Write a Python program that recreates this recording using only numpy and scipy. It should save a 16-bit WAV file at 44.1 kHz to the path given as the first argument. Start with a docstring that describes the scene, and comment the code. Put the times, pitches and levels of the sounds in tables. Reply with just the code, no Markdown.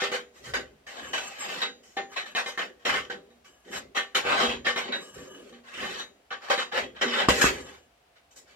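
"""A steel poker digs ash out of a sheet-steel stove in a small workshop, two metres from a stereo phone.
From the start it jabs and rakes, and shaped noise grinds and hisses as grit drags over the plate.
All along, blows and sliding ring decaying modes of stove and rod, and slow shoves rumble underneath.
Shortly before 7.3 s and again near 7.45 s lumps thump into a bucket; weaker scrapes close the scene.
Echoes of stove and shop surround it all, over a steady quiet noise."""
import sys
import numpy as np
from scipy import signal
from scipy.fft import rfft, irfft, next_fast_len
from scipy.io import wavfile
from scipy.ndimage import uniform_filter1d, map_coordinates

SR = 44100
rng = np.random.default_rng(int(sys.argv[2]) if len(sys.argv) > 2 else 0)


def generate_wav(signal):
    """Clip the signal to [-1, 1] and save it as 16-bit WAV at the path in sys.argv[1]."""
    frames = np.transpose(np.atleast_2d(signal))
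    scaled = np.clip(frames, -1, 1) * 32767
    pcm = np.round(scaled).astype(np.int16)
    wavfile.write(sys.argv[1], SR, pcm)


N = 377055
TIME = np.arange(N) / SR  # seconds


def undb(db):
    """Amplitude factor of a level in dB."""
    return 10 ** (np.asarray(db) / 20)


def unit(x):
    """Scales a sound to rms 1."""
    return x / np.sqrt(np.mean(x ** 2))


def colour(x, points):
    """Shapes the spectrum of a sound to (Hz, dB) points; rms 1."""
    size = next_fast_len(len(x))
    hz, db = np.transpose(points)
    bin_hz = np.arange(size // 2 + 1) * SR / size
    gain = undb(np.interp(np.log(bin_hz + 1), np.log(hz), db))
    return unit(irfft(rfft(x, size) * gain, size)[:len(x)])


def high_pass(x, order, hz):
    """Takes away the bass below a corner frequency."""
    return signal.sosfilt(signal.butter(order, hz, "high", fs=SR, output="sos"), x)


def low_pass(x, order, hz):
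    """Takes away the treble above a corner frequency."""
    return signal.sosfilt(signal.butter(order, hz, fs=SR, output="sos"), x)


def ring(x, hz, t60):
    """One decaying mode, -60 dB after t60 seconds; a unit impulse starts it at amplitude 1."""
    radius, angle = 1000 ** (-1 / (t60 * SR)), 2 * np.pi * hz / SR
    return signal.lfilter([0, np.sin(angle)], [1, -2 * radius * np.cos(angle), radius * radius], x)


def place(rows, db):
    """Impulses of the given strength at the row times."""
    x = np.zeros(N)
    x[(rows[:, 0] * SR).astype(int)] = undb(db)
    return x


def walk(rate):
    """Random levels slewed from one to the next in 1 / rate s; spread a little under 1."""
    k = int(SR / rate)
    held = np.repeat(rng.standard_normal(N // k + 1), k)
    return uniform_filter1d(held, k)[:N]


def grit(grain_s, scatter_db):
    """Noise whose strength changes from grain to grain, slewed over one grain; rms 1."""
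    k = max(int(grain_s * SR), 1)
    grain_db = scatter_db * rng.exponential(size=N // k + 1)
    size = np.repeat(undb(grain_db), k)[:N]
    return unit(rng.standard_normal(N) * uniform_filter1d(size, k))


def patches(x, shift_db, width_hz, hold_s):
    """The dense short modes of the plate: the travelling contact point favours now these bands, now those."""
    hz, s, spectrum = signal.stft(x, SR, nperseg=512)
    field = rng.standard_normal((120, 200))  # bands by moments
    where = np.meshgrid(hz / width_hz, s / hold_s, indexing="ij")
    favour = undb(shift_db * map_coordinates(field, where, order=1))
    return signal.istft(spectrum * favour, SR, nperseg=512)[1][:N]


def both_ears(length):
    """Two noises, alike in the bass where the phone's ports lie well within a wavelength."""
    same_hz = 520
    same, left, right = rng.standard_normal((3, length))
    return low_pass(same, 2, same_hz) + high_pass([left, right], 2, same_hz)


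def quiet():
    """The steady background: faint coloured noise at both ports."""
    # Each row: frequency in Hz, relative level in dB per Hz.
    quiet_points = [(15, -46.5), (25, -23.5), (64, -11), (120, -26), (354, -20), (624, -14.5), (695, -10.5),
                    (911, -19), (2840, -22), (3620, -25.5), (16000, -40)]
    return undb(-64) * np.array([colour(c, quiet_points) for c in both_ears(N)])


def shop(x):
    """Quick echoes inside the stove and off the clutter, then the fainter tail of the walls."""
    near_t60_s, walls_t60_s, walls_db = 0.072, 0.17, -11.5
    t = np.arange(SR // 2) / SR
    fade = 1000 ** (-t / near_t60_s) + undb(walls_db) * 1000 ** (-t / walls_t60_s)
    tail = both_ears(len(t)) * fade
    tail /= np.sqrt(np.sum(tail ** 2) / 2)  # unit energy per port on average
    return signal.fftconvolve(x[None], tail, axes=1)[:, :N]


def rumble():
    """Shoves rock the stove on the floor: low noise swells fast and dies more slowly."""
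    # Each row: peak in seconds, relative level in dB.
    shoves = [(0, -60), (.5, -41.5), (1.05, -53), (2.93, -45), (3.76, -52), (4.28, -42), (4.5, -40.5),
              (4.878, -62.5), (5.17, -50), (5.81, -49), (6.8, -47), (7.28, -41), (7.45, -36)]
    # Each row: frequency in Hz, relative level in dB per Hz.
    deep = [(15, -50), (25, -11.5), (59, -2), (75, 1), (97, -12), (124, -2.5), (160, -7), (210, -28.5),
            (350, -120)]
    rise_db_per_s, fall_db_per_s, rest_db = 245.5, 82.5, -75.5
    db = np.full(N, rest_db)
    for s, peak_db in shoves:
        below_peak = np.maximum(rise_db_per_s * (s - TIME), fall_db_per_s * (TIME - s))
        db = np.maximum(db, peak_db - below_peak)
    return undb(db - 6.0) * colour(rng.standard_normal(N), deep)


def thumps():
    """Lumps land in the bucket: a short knock of its wall over its deep drum note."""
    # Each row: start in seconds, relative strength in dB, pitch of the knock in Hz.
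    lumps = [(7.286, -4, 376), (7.313, -19.5, 331), (7.442, -8, 400), (7.446, -23, 470)]
    out = np.zeros(N)
    for row in np.array(lumps):
        blow = place(row[None], row[1])
        out += undb(0.5) * ring(blow, row[2], 0.0095)
        out += undb(5) * ring(blow, 1150, 0.0077)
        out += undb(-21.5) * ring(blow, 68, .2)  # drum note
    return out


def rod():
    """Sliding friction feeds the rod's own modes in fits and starts."""
    # Each row: start in seconds, length in seconds, relative level at the start in dB, at the end in dB.
    slides = [(0.858, 0.44, -57, -41.5), (1.382, 0.2, -36.5, -56), (2.09, 0.29, -51.5, -61),
              (3.445, 0.24, -56, -73), (3.702, 0.098, -42, -35.5), (4.937, .5, -48, -54.5),
              (7.523, 0.36, -43, -71)]
    # Each row: mode in Hz, relative level in dB, t60 in seconds.
    rod_modes = [(1240, -10, 0.021), (1668, -1.5, 0.029), (2990, -5, 0.056), (4930, -23, .12),
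                 (5500, -17, .06), (6000, -11.5, 0.02), (6480, -10, .04), (7490, -8.5, 0.058),
                 (9480, -24, 0.042), (11600, -24, 0.026)]
    fade_s = 0.018
    slide = np.zeros(N)
    for s, long, a_db, b_db in slides:
        level = undb(a_db + (b_db - a_db) * (TIME - s) / long)
        slide += level * np.clip(np.minimum(TIME - s, s + long - TIME) / fade_s, 0, 1)
    rub = slide * grit(grain_s=.015, scatter_db=2.)
    out = np.zeros(N)
    for hz, db, t60 in rod_modes:
        even = np.sqrt(4 * np.log(1000) / (t60 * SR))  # long modes gather more noise
        out += undb(db + 4 * walk(9)) * ring(rub, hz, t60) * even
    return out


def stove(rake_db):
    """Blows chatter for a few milliseconds and ring the plate; the grinding keeps it humming faintly."""
    # Each row: blow in seconds, relative strength in dB, pitch that the struck spot favours in Hz,
    # ring at that pitch in dB relative to the strength.
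    clinks = [(0.019, -15, 1810, -16), (.02, -26, 400, -3), (.117, -19, 490, -11.5),
              (0.466, -25, 1800, -21), (.538, -17, 1110, -19.5), (.868, -33, 2210, -14),
              (1.136, -23.5, 2560, -11), (1.492, -22.5, 1750, -12.5), (1.618, -10.5, 3930, -19),
              (1.969, -24, 790, -7), (1.972, -31.5, 1810, 0.5), (2.167, -23, 3811, -16),
              (2.35, -14, 2560, -13.5), (2.461, -16, 2800, -14), (2.576, -14.5, 1810, -16.5),
              (2.853, -15, 3330, -17), (2.951, -22, 2120, -7.5), (3.099, -28, 477, -11),
              (3.305, -55.5, 238, 2.5), (3.445, -47.5, 1300, -14.5), (3.679, -37.5, 488, -13),
              (3.725, -26, 1800, -20), (3.956, -22.5, 790, -18.5), (3.975, -18, 1810, -12),
              (4.149, -10, 2600, -19.5), (4.25, -18.5, 488, -16), (4.41, -9, 586, -16.5),
              (4.43, -33, 238, 8.5), (4.44, -31.5, 3811, -5), (4.668, -13.5, 1810, -9),
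              (4.761, -9.5, 2300, -18), (4.924, -24, 3811, -10), (5.185, -39.5, 1580, -7.5),
              (5.526, -47.5, 238, 4.5), (5.672, -45, 2580, -30), (5.831, -17.5, 1670, -15),
              (5.998, -23, 3840, -14.5), (6.311, -27, 1270, -7.5), (6.501, -9, 820, -19),
              (6.578, -21.5, 2630, -5), (6.73, -29, 488, -16), (7.014, -22, 488, -19), (7.06, -32, 238, 9),
              (7.285, -8.5, 510, -19), (7.411, -14, 488, -25), (8.362, -35, 488, -33)]
    # Each row: plate mode in Hz, relative level in dB, t60 in seconds.
    plate_modes = [(238.6, -11.5, 0.58), (397.4, -5.5, 0.36), (488.4, 1, 0.38), (787.5, -1, 0.31),
                   (1154.5, -3, 0.27), (1523, -14, 0.46), (1811, 1.5, 0.23), (2085, -5, 0.2),
                   (2430, -12, 0.2), (3040, -8, .12), (3190, -12.5, 0.1), (3440, -11, 0.16),
                   (3833, 1, 0.24), (5000, -19.5, 0.4), (6700, -11.5, 0.47), (6800, -28, 0.14)]
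    spot_db_per_octave, spot_reach_db = 13, 16
    rows = np.array(clinks)
    spot = rng.standard_normal((len(rows), len(plate_modes)))
    t = np.arange(int(.03 * SR)) / SR
    chatter = rng.standard_normal(len(t)) * np.exp(-t / .004)
    chatter /= np.sqrt(np.sum(chatter ** 2))
    bright = np.diff(chatter)  # tilts it to the treble
    out = undb(-21.0) * signal.oaconvolve(place(rows, rows[:, 1]), bright)[:N]
    hum = undb(rake_db - 55) * rng.standard_normal(N)
    for k, (hz, db, t60) in enumerate(plate_modes):
        octaves = np.abs(np.log2(hz / rows[:, 2]))
        ring_db = rows[:, 3] - np.minimum(spot_db_per_octave * octaves, spot_reach_db)
        blows = place(rows, rows[:, 1] + ring_db + 4.5 + 2 * spot[:, k])
        out += undb(db) * ring(hum + blows, hz, t60)
    return out


def strokes():
    """Levels of grinding, boom and hiss: each stroke rises, sags while it drags, drops and trickles out."""
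    # Strokes through the grit. Each row: start in seconds, rise in seconds, drag in seconds,
    # relative grinding level in dB, boom of the box and hiss of fine ash in dB relative to the grinding.
    stroke_rows = [(0, 0.0017, 0.06, -27.5, -21, -23), (0.113, 0.0054, 0.036, -27.5, -18.5, -22),
                   (.33, 0.04, 0.1, -57.5, 3, -7.5), (.43, 0.028, 0.032, -43, -4, -10.5),
                   (.535, 0.0022, 0.0067, -23.5, -14, -21), (0.865, 0.0019, 0.048, -42, -33, -18.5),
                   (.93, 0.045, 0.13, -42, -5, -20.5), (1.13, 0.0031, 0.0053, -26, -35, -20.5),
                   (1.15, 0.022, 0.33, -35.5, -18.5, -18.5), (1.36, 0.085, 0.0092, -35, -14, -19.5),
                   (1.475, 0.023, 0.13, -35, -8, -18), (1.616, 0.0033, 0.0048, -24, -27, -29),
                   (1.83, 0.0035, 0.18, -62.5, -2, -2.5), (1.965, 0.0033, 0.011, -30.5, -11, -34),
                   (2.11, 0.021, .01, -43.5, -20, -21), (2.159, 0.0056, 0.014, -25.5, -27, -29),
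                   (2.255, 0.0083, .005, -38, -13, -23.5), (2.351, 0.0097, 0.032, -25, -38, -21),
                   (2.459, 0.0034, 0.032, -35.5, -28, -15.5), (2.574, 0.0045, 0.043, -28.5, -16, -25),
                   (2.791, 0.0074, 0.054, -57, -18, -21.5), (2.849, 0.0053, 0.046, -20.5, -14, -25.5),
                   (2.923, 0.017, 0.041, -26, -37, -24), (3.097, 0.0018, 0.0043, -30.5, -9, -27.5),
                   (3.29, 0.0092, 0.012, -69, 9, -37), (3.443, 0.0025, 0.021, -56.5, -3.5, -9),
                   (3.64, .05, .005, -53.5, 9.5, -14), (3.71, 0.046, 0.0087, -33.5, -10.5, -18),
                   (3.946, 0.022, 0.0079, -22.5, -26, -23), (4.146, 0.0074, 0.0089, -19, -19.5, -19),
                   (4.233, 0.075, 0.22, -21.5, -13.5, -27.5), (4.37, 0.044, 0.022, -19.5, -17, -24.5),
                   (4.644, .025, 0.016, -21.5, -42, -26.5), (4.755, 0.022, 0.016, -25, -22, -23),
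                   (4.82, .01, 0.087, -35.5, -2.5, -37), (4.916, 0.012, .005, -28, -32, -38),
                   (5, 0.015, 0.071, -62, 9, 0), (5.135, 0.017, 0.11, -48.5, 5, -15.5),
                   (5.335, 0.011, 0.11, -59, 11, -11), (5.43, 0.038, 0.044, -58, 4, -14),
                   (5.524, 0.0045, .04, -55, -6, -22), (5.63, 0.058, 0.036, -48, -26, -19.5),
                   (5.718, 0.12, 0.027, -32, -8.5, -21), (5.87, 0.025, 0.078, -35.5, -12, -20.5),
                   (5.97, 0.018, 0.016, -38.5, -27, -15), (6.304, 0.0035, .02, -34.5, -22, -35),
                   (6.408, 0.031, 0.078, -41.5, -31, -21), (6.498, 0.0052, 0.013, -20, -26, -23),
                   (6.575, 0.0092, 0.02, -27, -21, -24), (6.713, 0.07, 0.0069, -24.5, -13, -26),
                   (6.945, .02, 0.059, -44, -21, -30.5), (7.01, 0.0028, 0.01, -19, -11.5, -26),
                   (7.059, 0.14, 0.024, -22.5, -15, -29), (7.284, 0.0017, .005, -15.5, -12, -15.5),
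                   (7.33, 0.055, .05, -30, -2.5, -9.5), (7.409, 0.0037, .025, -23.5, -10, -9.5),
                   (7.441, .002, 0.028, -23, -9.5, -13.5), (7.5, 0.0093, 0.091, -41.5, -6, -14.5),
                   (7.649, 0.01, 0.096, -48.5, -36, -15), (8.155, .003, .005, -57, -16, -21),
                   (8.305, 0.0071, 0.0077, -62, -15, -3.5), (8.357, .004, 0.008, -57.5, 0, 3),
                   (8.45, 0.058, .02, -56.5, -9.5, -15)]
    rise_power, sag_db_per_s, fall_db_per_s = 0.66, 45, 304.5
    trickle_db, trickle_db_per_s = -37, 66.5  # ash that runs on after a stroke
    power = np.full((3, N), 1e-12)
    t = TIME[:SR]
    for s, rise, drag, db, boom_db, ash_db in stroke_rows:
        after = np.maximum(t - rise - drag, 0)
        shape = np.minimum(t / rise, 1) ** rise_power
        shape *= undb(-sag_db_per_s * np.clip(t - rise, 0, drag))
        shape *= undb(-fall_db_per_s * after) + undb(trickle_db - trickle_db_per_s * after)
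        start = int(s * SR)
        levels = undb(db + np.array([[0], [boom_db], [ash_db]])) * shape
        power[:, start:start + SR] += levels[:, :N - start] ** 2
    return 10 * np.log10(power)


def raking(db, boom_db, ash_db):
    """Grit under the rod grinds and hisses; the box booms along and lingers after each stroke."""
    # Three spectra. Each row: frequency in Hz, relative level in dB per Hz.
    grind_points = [(180, -49), (300, -22), (489, -7.5), (628, -4.5), (962, -7.5), (1730, -3.5), (2310, -7),
                    (3050, -6), (3590, -10), (3730, -10.5), (6000, -29.5), (7800, -39.5), (13200, -120)]
    boom_points = [(88, -42.5), (150, -21), (237, -7.5), (302, -16.5), (389, -0.5), (500, -7), (650, -14.5),
                   (1100, -120)]
    ash_points = [(2650, -20), (4500, -11), (4650, -11), (5080, -6.5), (6250, -5), (7570, -6.5),
                  (9560, -16.5), (15200, -22.5), (16000, -41)]
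    box_t60_s = 0.58
    rough = patches(grit(grain_s=.004, scatter_db=1.5), shift_db=4.0, width_hz=251.3, hold_s=.08)
    keep = 1000. ** (-2 / (box_t60_s * SR))  # share of its energy the box keeps per sample
    stored = signal.lfilter([1 - keep], [1, -keep], undb(boom_db) ** 2)
    boom = np.sqrt(stored) * colour(rng.standard_normal(N), boom_points)
    grind = undb(db) * colour(rough, grind_points)
    hiss = undb(ash_db + 6.0) * colour(rough, ash_points)
    return grind + hiss + boom


def scene():
    """Sums the direct sound at the two ports, the echoes, the rumble and the quiet noise."""
    knocks = undb(-5.5) * thumps()
    rake_db, boom_db, ash_db = strokes()
    grind = raking(rake_db, boom_db, ash_db) + undb(-4) * knocks
    # takes the bass out from under the ringing metal
    metal = high_pass(stove(rake_db) + rod(), 2, 220)
    # random crossfades between two echo patterns, quick for the grit, slow for the ringing, widen the sound
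    quick, slow = 2 * walk(30), walk(2)  # angles in radians
    echoes = np.zeros((2, N))
    for turn in (np.cos, np.sin):
        echoes += shop(grind * turn(quick) + undb(-11) * metal * turn(slow))
    # the ringing metal sounds mostly direct, the grit mostly through echoes
    near = undb(-12) * grind + undb(-1) * metal + knocks
    direct = np.array([np.roll(near, 4), near])  # reaches the left port 4 samples later
    return direct + undb(-0.08) * echoes + rumble() + quiet()


def record(dry):
    """The right channel tilts to the bass; the deepest bass and the top above 15.9 kHz are filtered out."""
    bass = low_pass(dry[1], 1, 300)
    heard = np.array([dry[0], undb(-1.23) * dry[1] + undb(-5) * bass])
    heard = high_pass(heard, 4, 48)
    top = signal.ellip(10, .2, 80, 15900, fs=SR, output="sos")  # steep cut
    return signal.sosfilt(top, heard)


dry = scene()
out = record(dry)
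generate_wav(out)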